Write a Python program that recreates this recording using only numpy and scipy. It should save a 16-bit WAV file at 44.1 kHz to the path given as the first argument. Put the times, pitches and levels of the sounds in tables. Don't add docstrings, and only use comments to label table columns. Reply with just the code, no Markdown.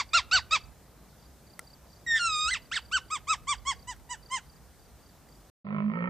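import sys
import numpy as np
from scipy import signal
from scipy.fft import rfft, irfft, next_fast_len
from scipy.io import wavfile
from scipy.ndimage import uniform_filter1d, map_coordinates

SR = 44100
rng = np.random.default_rng(int(sys.argv[2]) if len(sys.argv) > 2 else 0)


def level_to_linear(level):
    exponent = np.asarray(level, float) / 20
    return 10 ** exponent


def to_wav(s):
    ch = np.atleast_2d(s).T
    pcm = np.round(np.clip(ch, -1, 1) * 32767)
    wavfile.write(sys.argv[1], SR, pcm.astype(np.int16))


N = 268613
CUT_S = 5.5

# (time of the top [s], rise [s], fall [s], top pitch [Hz], level [dB])
BARKS = [
    (-.025, 0.034, 0.047, 1387, -20),
    (0.157, 0.024, 0.049, 1405, -18.5),
    (0.346, 0.034, 0.05, 1537, -18),
    (0.54, 0.031, 0.036, 1306, -21.5),
]
SQUEAL = [
    (2.748, .034, .044, 2245, -25),
]
YELPS = [
    (2.949, .036, 0.041, 1550, -23.5),
    (3.131, 0.03, 0.05, 1275, -28),
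    (3.312, 0.042, 0.041, 1295, -22),
    (3.503, 0.033, 0.046, 1182, -24.5),
    (3.692, 0.041, .044, 1119, -26),
    (3.895, 0.024, 0.045, 1001, -36.5),
    (4.119, 0.029, 0.039, 991, -34.5),
    (4.343, 0.043, 0.049, 1056, -27.5),
]
# start and end pitch [Hz], curve exponents, levels [dB] per part of the voice
BARK_VOICE = dict(start_hz=1084, end_hz=747.6, bend=1.7, swell=2.07, swell_db=19.5, veil_db=-1.5, half_db=-24, rasp_db=-22.5, lifts_db=(0, 6.5, 0.5),
              strain_db=(-4.3, 2.6, 0))
SQUEAL_VOICE = dict(start_hz=863, end_hz=606, bend=1.1, swell=1.6, swell_db=14, veil_db=3.5, half_db=-76, rasp_db=-20, lifts_db=(0.3, 7.5, 0.8),
                strain_db=(-0.8, -1, 0.6))
YELP_VOICE = dict(start_hz=931, end_hz=723, bend=1.95, swell=2.06, swell_db=20, veil_db=4, half_db=-54, rasp_db=-28, lifts_db=(-12.5, -8.5, 3.5),
              strain_db=(11, 12, -5))
# (time [s], pitch [Hz], level [dB])
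CRY_HIGH = [(2.063, 1960, -46), (2.076, 1878, -34), (2.119, 1844, -24.5), (2.181, 1770, -30),
            (2.194, 1694, -31)]
CRY_LOW = [(2.193, 1456, -31), (2.21, 1410, -30), (2.26, 1370, -25.5), (2.301, 1277, -30),
           (2.36, 1227, -28), (2.45, 1242, -28.5), (2.476, 1283, -27), (2.501, 1520, -30.5),
           (2.511, 1695, -27.5)]
CRY_END = [(2.509, 1973, -29.5), (2.526, 2100, -27.5), (2.541, 1903, -26.5), (2.548, 1421, -38),
           (2.559, 1202, -41), (2.572, 918, -45), (2.585, 800, -65)]
# (frequency [Hz], ..)
MOUTH_HZ = (2494, 4250, 7780)
# (first [dB], second [dB], third [dB])
CRY_LIFTS = [
    (27.5, 2, 0.57),
    (-6.5, 7, 1.9),
    (6.5, 11.5, 1.94),
]
# (frequency [Hz], level [dB])
THROAT = [(600, -14), (850, -5.5), (1300, -2.5), (2000, -4.5), (2700, -2), (3600, -10.5), (4100, -11.5),
          (4700, -14), (6200, -17.5), (7600, -15), (8500, -19.5), (9000, -28)]
# (frequency [Hz], left over right [dB])
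FACING = [(700, 0.5), (1400, 2), (2800, -3.5), (4500, -4.5), (7500, -8.5)]
# (time [s], share of FACING [1])
TURN = [(0, 0.47), (.6, 0.63), (2, 0.78), (4.5, 1.45)]
# (centre [Hz], width [Hz], depth [0-1])
BURROW_NOTCH = (3040, 236, 0.79)
# (centre [Hz], width [Hz], depth [0-1])
NOTCHES = [(2430, 37, 0.5), (4087, 320, 0.7), (6260, 210, .6), (7200, 310, 0.6)]
# (delay [s], level [dB])
BOUNCES = [(.0034, -17), (.0078, -16), (0.0132, -16)]
# (frequency [Hz], 60 dB decay [s])
ROCKS = [(500, 0.017), (2000, 0.1), (5000, 0.1), (9000, 0.066)]
# (frequency [Hz], 60 dB decay [s])
SLOPE = [(500, 0.23), (1500, 0.39), (3000, 0.35), (6000, 0.13)]

# (time [s], level [dB])
WIND = [(0, -55), (.65, -54), (.9, -61.5), (1.86, -64), (2.35, -57), (3.05, -55.5), (3.35, -51.5),
        (3.9, -53.5), (4.3, -57), (5.45, -59)]
# (frequency [Hz], level [dB per Hz])
RUMBLE = [(12, -62.5), (20, -26), (49, 1.5), (67, 3.5), (81, -7), (118, -5), (200, -27), (260, -16.5),
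          (440, -120)]
# (frequency [Hz], level [dB per Hz])
GRASS = [(90, -37.5), (140, -4.5), (260, -13), (750, -16.5), (1500, -22.5), (2700, -30), (4700, -28),
         (8500, -28.5), (10000, -31.5), (12000, -30), (14000, -31), (15500, -35)]
# (frequency [Hz], likeness [0-1])
ALIKE = [(60, 1), (250, 0.77), (2800, 0.94), (4900, 0.48), (8400, .1), (12000, 0.36)]

# (time of the last pulse [s], pulses [count], peak level [dB])
CHIRPS = [(.128, 2, -58), (.418, 2, -58), (0.644, 2, -53), (1.26, 3, -64), (1.537, 3, -57), (1.739, 4, -54),
          (1.967, 4, -60), (2.283, 2, -61), (2.658, 2, -58), (2.888, 3, -58), (3.089, 3, -62),
          (3.586, 3, -57), (3.829, 3, -57.5), (4.296, 3, -54), (4.564, 4, -58), (4.859, 4, -66),
          (5.096, 4, -62), (5.356, 3, -62)]
# (time [s], length [s], level [dB])
RUSTLES = [(.66, .03, -71), (.845, .025, -69), (1.11, .02, -72), (1.2, .05, -69), (1.63, .02, -71),
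           (1.95, .08, -72)]
# (time [s], level [dB])
TICKS = [
    (1.5927, -35),
    (3.964, -59),
    (3.998, -62),
    (5.288, -61.5),
]
# (frequency [Hz], level [dB], 60 dB decay [s])
PEBBLE = [(1370, -9, 0.047), (2040, 7, 0.0092), (3170, -12.5, 0.0081), (4300, -6.5, 0.013),
          (8100, -1.5, .008), (11700, -16.5, .006), (13000, -17, 0.0043)]

# (time [s], effort [dB])
GROAN = [
    (5.645, -67),
    (5.67, -49.5),
    (5.79, -41),
    (5.85, -52),
    (5.89, -49),
    (5.95, -36),
    (5.99, -36),
    (6.022, -32.5),
    (6.1, -36),
]
# (time [s], rate [pulses per second])
GROAN_RATE = [(5.645, 50.2), (5.69, 50.6), (5.75, 52.7), (5.825, 51.2), (5.895, 52.6), (5.95, 56.7),
              (6.02, 59), (6.1, 60.8)]
# (overtone [number], level [dB])
CHEST = [(2, -54.5), (5, -63.5)]
# (centre [Hz], width [Hz], level [dB])
MUZZLE = [
    [(384, 37, -1), (614, 71, 4), (1027, 60, 9.5), (1336, 120, 8), (1830, 130, 7.5), (2400, 600, 8),
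     (3280, 200, -11.5)],
    [(381, 7.7, 4), (533, 39, 1.5), (920, 26, 4.5), (1316, 54, 8), (1836, 36, 10.5), (2290, 290, 4.5),
     (3200, 170, -4.5)],
]
# (frequency [Hz], left over right [dB])
DEER_SIDE = [(100, 7), (300, -11.5), (900, -9.5), (3000, -3.5)]
# (frequency [Hz], level [dB per Hz])
GARDEN = [(60, -4), (200, -1.5), (1000, -16.5), (3000, -28.5), (4800, -37.5), (5400, -52.5)]


def unit(x):
    return x / np.sqrt(np.mean(x ** 2) + 1e-20)


def along(points, hz):
    f, v = np.transpose(points)
    return np.interp(np.log(hz + 1), np.log(f + 1), v)


def columns(rows, t):
    s, *cols = np.transpose(rows)
    return [np.interp(t, s, c) for c in cols]


def wobble(rate, size):
    knots = rng.standard_normal(int(size * rate / SR) + 4)
    return map_coordinates(knots, [np.arange(size) * rate / SR])


def filtered(x, response):
    m = next_fast_len(N + SR // 2)
    return irfft(rfft(x, m) * response(np.fft.rfftfreq(m, 1 / SR)), m)[..., :N]


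def resonances(modes):
    def response(f):
        return sum((-1) ** k * level_to_linear(db) * 1j * f * w / (c * c - f * f + 1j * f * w)
                   for k, (c, w, db) in enumerate(modes))
    return response


def dips(notches):
    return lambda hz: np.prod([1 - np.clip(d, 0, 1) / (1 + (2 * (hz - c) / w) ** 2)
                               for c, w, d in notches], axis=0)


def add(track, s, sound):
    i = round(s * SR)
    part = track[..., max(i, 0):max(i + sound.shape[-1], 0)]
    part += sound[..., max(-i, 0):][..., :part.shape[-1]]


def rush(spectrum, alike, patchy_db):
    z = signal.stft(rng.standard_normal((2, N + 512)), nperseg=512)[2]
    field = uniform_filter1d(rng.standard_normal(z.shape[1:]), 6, 0)
    field = uniform_filter1d(field, 10, 1)
    pair = signal.istft(z * level_to_linear(patchy_db * unit(field)), nperseg=512)[1][:, :N]

    def response(hz):
        gain = level_to_linear(along(spectrum, hz)) * (hz > spectrum[0][0]) * (hz < spectrum[-1][0])
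        turn = np.arccos(np.clip(along(alike, hz), -1, 1)) / 2
        return gain * [np.cos(turn), np.sin(turn)]

    mid, side = filtered(pair, response)
    return unit(np.array([mid + side, mid - side]))


def space(x, t60s, gap_s):
    hz, t, z = signal.stft(rng.standard_normal((2, SR // 2)), SR, nperseg=256)
    tail = signal.istft(z * level_to_linear(-60 * t / along(t60s, hz)[:, None]), SR, nperseg=256)[1]
    tail = 2.5 * tail[0] + 0.14 * tail[1] * np.array([[1], [-1]])
    tail = tail / np.linalg.norm(tail[0])
    late = np.pad(x, (round(gap_s * SR), 0))
    return signal.fftconvolve(late[None], tail, axes=1)[:, :N]


def whistle(t, pitch_hz, level_db, half_db, rasp_db, lifts_db, dull_db=0):
    order = np.arange(1, 25)[:, None] / 2
    hz = order * pitch_hz
    db = level_db + along(THROAT, hz) - dull_db * np.log2(1 + order)
    db += sum(lift * np.exp(-((hz - c) / (0.2 * c)) ** 2) for c, lift in zip(MOUTH_HZ, lifts_db))
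    db += (half_db + 3 * order + 8 * (order < 1)) * (order % 1 > 0)
    breakup = np.clip([wobble(110, len(t)) for _ in order], -3, 1)
    db += np.minimum((5 + 2 * order) * level_to_linear(rasp_db / 2), 4.5) * breakup
    phase = 2 * np.pi * np.cumsum(pitch_hz * (1 + 0.0049 * wobble(250, len(t)))) / SR
    phase += 0.6 * level_to_linear(rasp_db) * wobble(1300, len(t))
    lines = np.sqrt(2) * level_to_linear(db) * np.cos(order * phase - 0.41 * order ** 2) * (hz < THROAT[-1][0])
    side_db = along(FACING, hz) * columns(TURN, t)[0] / 2
    tone = np.array([(lines * level_to_linear(side_db)).sum(0), (lines * level_to_linear(-side_db)).sum(0)])
    edge = np.clip(np.minimum(t - t[0], t[-1] - t) / 0.0022, 0, 1)
    return edge * tone * (1 + level_to_linear(rasp_db) * wobble(2500, len(t)))


def arch(row, voice, choke_db=0):
    calm_hz, start_pull, end_pull = 993, 0.22, 0.27
    top_s, rise, fall, top_hz, db = row
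    climb = top_hz - calm_hz
    start_hz = voice["start_hz"] + start_pull * climb
    end_hz = voice["end_hz"] + end_pull * climb
    t = np.arange(top_s - 1.02 * rise, top_s + 1.4 * fall, 1 / SR)
    up = np.clip((top_s - t) / rise, 0, None)
    down = np.clip((t - top_s) / fall, 0, None)
    pitch = top_hz - (top_hz - start_hz) * up ** (1.12 * voice["bend"])
    pitch -= (top_hz - end_hz) * down ** voice["bend"]
    choke = choke_db * np.exp(-((t - top_s) / 0.011) ** 2)
    effort_db = db - voice["swell_db"] * (rise / 0.041) * up ** voice["swell"]
    effort_db -= 18 * down ** (1.51 * voice["swell"]) + choke
    lifts = np.add(voice["lifts_db"], np.multiply(voice["strain_db"], np.log2(top_hz / calm_hz)))
    dull_db = voice["veil_db"] * up ** 3.0 + 2.8 * down ** 2
    rasp_db = voice["rasp_db"] + 9 * down + 1.1 * choke
    return t[0], whistle(t, pitch, effort_db, voice["half_db"], rasp_db, lifts, dull_db)


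def long_cry(out):
    for rows, lifts in zip((CRY_HIGH, CRY_LOW, CRY_END), CRY_LIFTS):
        t = np.arange(rows[0][0], rows[-1][0], 1 / SR)
        pitch, db = [uniform_filter1d(c, size=260, mode="nearest") for c in columns(rows, t)]
        glide = np.abs(np.gradient(pitch)) * SR / 1000
        rasp_db = -35 + 3.5 * np.log2(1 + glide)
        flutter = 0.28 * np.exp(-((t - CRY_HIGH[-2][0]) / 0.03) ** 2) * (rows is CRY_HIGH)
        beat = 2 * np.pi * np.cumsum(195 * (1 + 0.11 * wobble(60, len(t)))) / SR
        shaken_hz = pitch * (1 + 0.31 * flutter * np.cos(beat))
        voice = whistle(t, shaken_hz, db, -80.5, rasp_db + 25 * flutter, lifts)
        add(out, t[0], (1 + flutter * np.sin(beat)) * voice)


def marmot():
    barks, out = np.zeros((2, 2, N))
    for row in BARKS:
        add(barks, *arch(row, BARK_VOICE))
    long_cry(out)
    add(out, *arch(SQUEAL[0], SQUEAL_VOICE, choke_db=10))
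    for row in YELPS:
        add(out, *arch(row, YELP_VOICE))
    out += filtered(barks, lambda hz: dips([BURROW_NOTCH])(hz) / (1 + (hz / 7950) ** 16))

    def path(hz):
        stones = sum(level_to_linear(db) * np.exp(-2j * np.pi * hz * s) for s, db in BOUNCES)
        bounced = 1 + stones / (1 + (2200 / (hz + 1)) ** 4)
        return bounced * dips(NOTCHES)(hz) / (1 + (hz / 8700) ** 40) / (1 + (500 / (hz + 1)) ** 4)

    return filtered(out, path)


def wind(calls):
    shake_s, shake_late_s, shake_db = 0.05, 0.013, -26.5
    late_power = np.pad(calls.mean(0) ** 2, (round(shake_late_s * SR), 0))[:N]
    shake = np.abs(uniform_filter1d(late_power, round(shake_s * SR)))
    rumble_db = columns(WIND, np.arange(N) / SR)[0]
    total = np.sqrt(level_to_linear(2 * rumble_db) + level_to_linear(2 * shake_db) * shake)
    drone = level_to_linear(-59.0)
    gusts = np.sqrt(np.clip(total ** 2 - drone ** 2, 0, None))
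    gusts = gusts * level_to_linear(1.4 * np.array([wobble(12, N), wobble(5.5, N)]))
    buffet = gusts * level_to_linear([[-3], [3]]) * rush(RUMBLE, [(30, .35), (150, 0.6)], patchy_db=1.0)
    far_drone = drone * rush(RUMBLE, [(30, 0.93), (150, 1.0)], patchy_db=-0.3)
    hiss = level_to_linear(-58.0) * rush(GRASS, ALIKE, patchy_db=1.07)
    return far_drone + buffet + hiss


def cricket():
    out, t = np.zeros(N), np.arange(round(0.018 * SR)) / SR
    for s, count, db in CHIRPS:
        for k in range(round(count)):
            hz = 4800 - 15000 * t + rng.normal(0, 25) + 70 * wobble(300, len(t))
            tone = np.sin(2 * np.pi * np.cumsum(hz) / SR)
            stroke_db = db + 1 - 0.25 * k ** 3 + rng.normal(0, 0.7) + 2.5 * wobble(200, len(t))
            add(out, s - 0.009 - k * 0.031, level_to_linear(stroke_db) * np.hanning(len(t)) ** 0.48 * tone)
    return out * level_to_linear([[-1.2], [1.2]])


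def rustle():
    t = np.arange(N) / SR
    stirs = sum(level_to_linear(db) * np.exp(-((t - s) / length) ** 2) for s, length, db in RUSTLES)
    spikes = level_to_linear(4 * wobble(120, N))
    stems = rush([(3800, -3), (4800, 8), (6200, 2), (7500, -16)], [(5000, .6)], patchy_db=4.5)
    return stirs * spikes * stems


def pebbles():
    out, t = np.zeros(N), np.arange(SR // 20) / SR
    for s, db in TICKS:
        ring = sum(level_to_linear(level - 60 * t / t60) * np.sin(2 * np.pi * hz * t) for hz, level, t60 in PEBBLE)
        grit = np.convolve(rng.standard_normal(len(t)), [1, 1, -1, -1], "same")
        ring += 0.7 * level_to_linear(-60 * t / 0.01) * grit
        add(out, s, level_to_linear(db) * ring)
        add(out, s + 0.0015, level_to_linear(db - 10) * ring)
    return out


def deer():
    t = np.arange(N) / SR
    start_s = GROAN[0][0]
    on = t > start_s
    mouth_db, = columns(GROAN, t)
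    rate, = columns(GROAN_RATE, t)
    shut_rate, open_rate = 52.7, 56.5
    jaw = np.clip((rate - shut_rate) / (open_rate - shut_rate), 0, 1)
    third_db = -36 - 6.5 * jaw + 1.3 * (mouth_db + 41.5)
    fourth_db = -32 - 8.5 * jaw - 0.45 * (mouth_db + 42.5) - 22 * np.exp(-np.abs(t - start_s) / 0.047)
    steady = np.cumsum(on * rate) / SR + 0.88
    cycle = steady + 0.03 * wobble(50, N)
    pulses = np.abs(np.diff(np.floor(cycle), prepend=0)) * on * level_to_linear(1.1 * wobble(55, N))
    puffs = np.exp(-(cycle % 1) / 0.4) * rng.standard_normal(N) * on

    chest = np.zeros(N)
    for k, db in [(3, third_db), (4, fourth_db)] + CHEST:
        phase = 2 * np.pi * round(k) * steady + 0.43 * wobble(25, N)
        chest += np.sqrt(2) * level_to_linear(db + 0.96 * wobble(30, N)) * np.sin(phase)
    drive = filtered(pulses + 0.055 * puffs, lambda f: 1 / (1 + 1j * f / 3600) ** 9)
    shut, opened = [filtered(drive, resonances(modes)) for modes in MUZZLE]
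    mouth = (1 - jaw) * shut + jaw * opened
    voice = on * chest + np.sqrt(on.mean()) * level_to_linear(mouth_db) * unit(mouth)

    def lead(hz):
        return along(DEER_SIDE, hz) / 2 * np.log(10) / 20 + 1j * np.pi * hz * 0.00022

    near = filtered(voice, lambda hz: np.exp([lead(hz), -lead(hz)]))
    echo = level_to_linear(-11) * space(voice - 0.7 * on * chest, [(200, .2), (3000, .2)], gap_s=0.004)
    echo = echo * level_to_linear([[-3], [3]])
    air = level_to_linear(-51.0) * rush(GARDEN, [(100, 1.0), (2000, .1)], patchy_db=-4.0)
    fade = np.clip((t - start_s) / 0.0059, 0, 1)
    fade *= np.sin(np.pi / 2 * np.clip((t[-1] - t) / 0.003, 0, 1)) ** 2
    return fade * (near + echo + air)


def scene():
    calls = marmot()
    near = level_to_linear(-12) * space(calls.mean(0), ROCKS, gap_s=0.0022) * level_to_linear([[-1.5], [1.5]])
    far = level_to_linear(-34.0) * space(calls.mean(0), SLOPE, gap_s=0.046)
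    slope = calls + near + far + wind(calls) + cricket() + rustle() + pebbles()
    return slope * (np.arange(N) < CUT_S * SR) + deer()


def band_limit(x):
    return signal.sosfilt(signal.butter(12, 15550, fs=SR, output="sos"), x)


def record(dry):
    upper = filtered(dry, lambda hz: (hz > 8900) * (hz < 11000))
    bright = filtered(dry.mean(0), lambda hz: (hz > 7950) * (hz < 8400))
    loud_db = 10 * np.log10(np.abs(uniform_filter1d(bright ** 2, size=1600)) + 1e-12)
    thinning = np.clip((loud_db + 56 + 3 * wobble(17, N)) / 4, 0, 1)
    mix = dry - thinning * upper
    return band_limit(mix)


dry = scene()
out = record(dry)
to_wav(out)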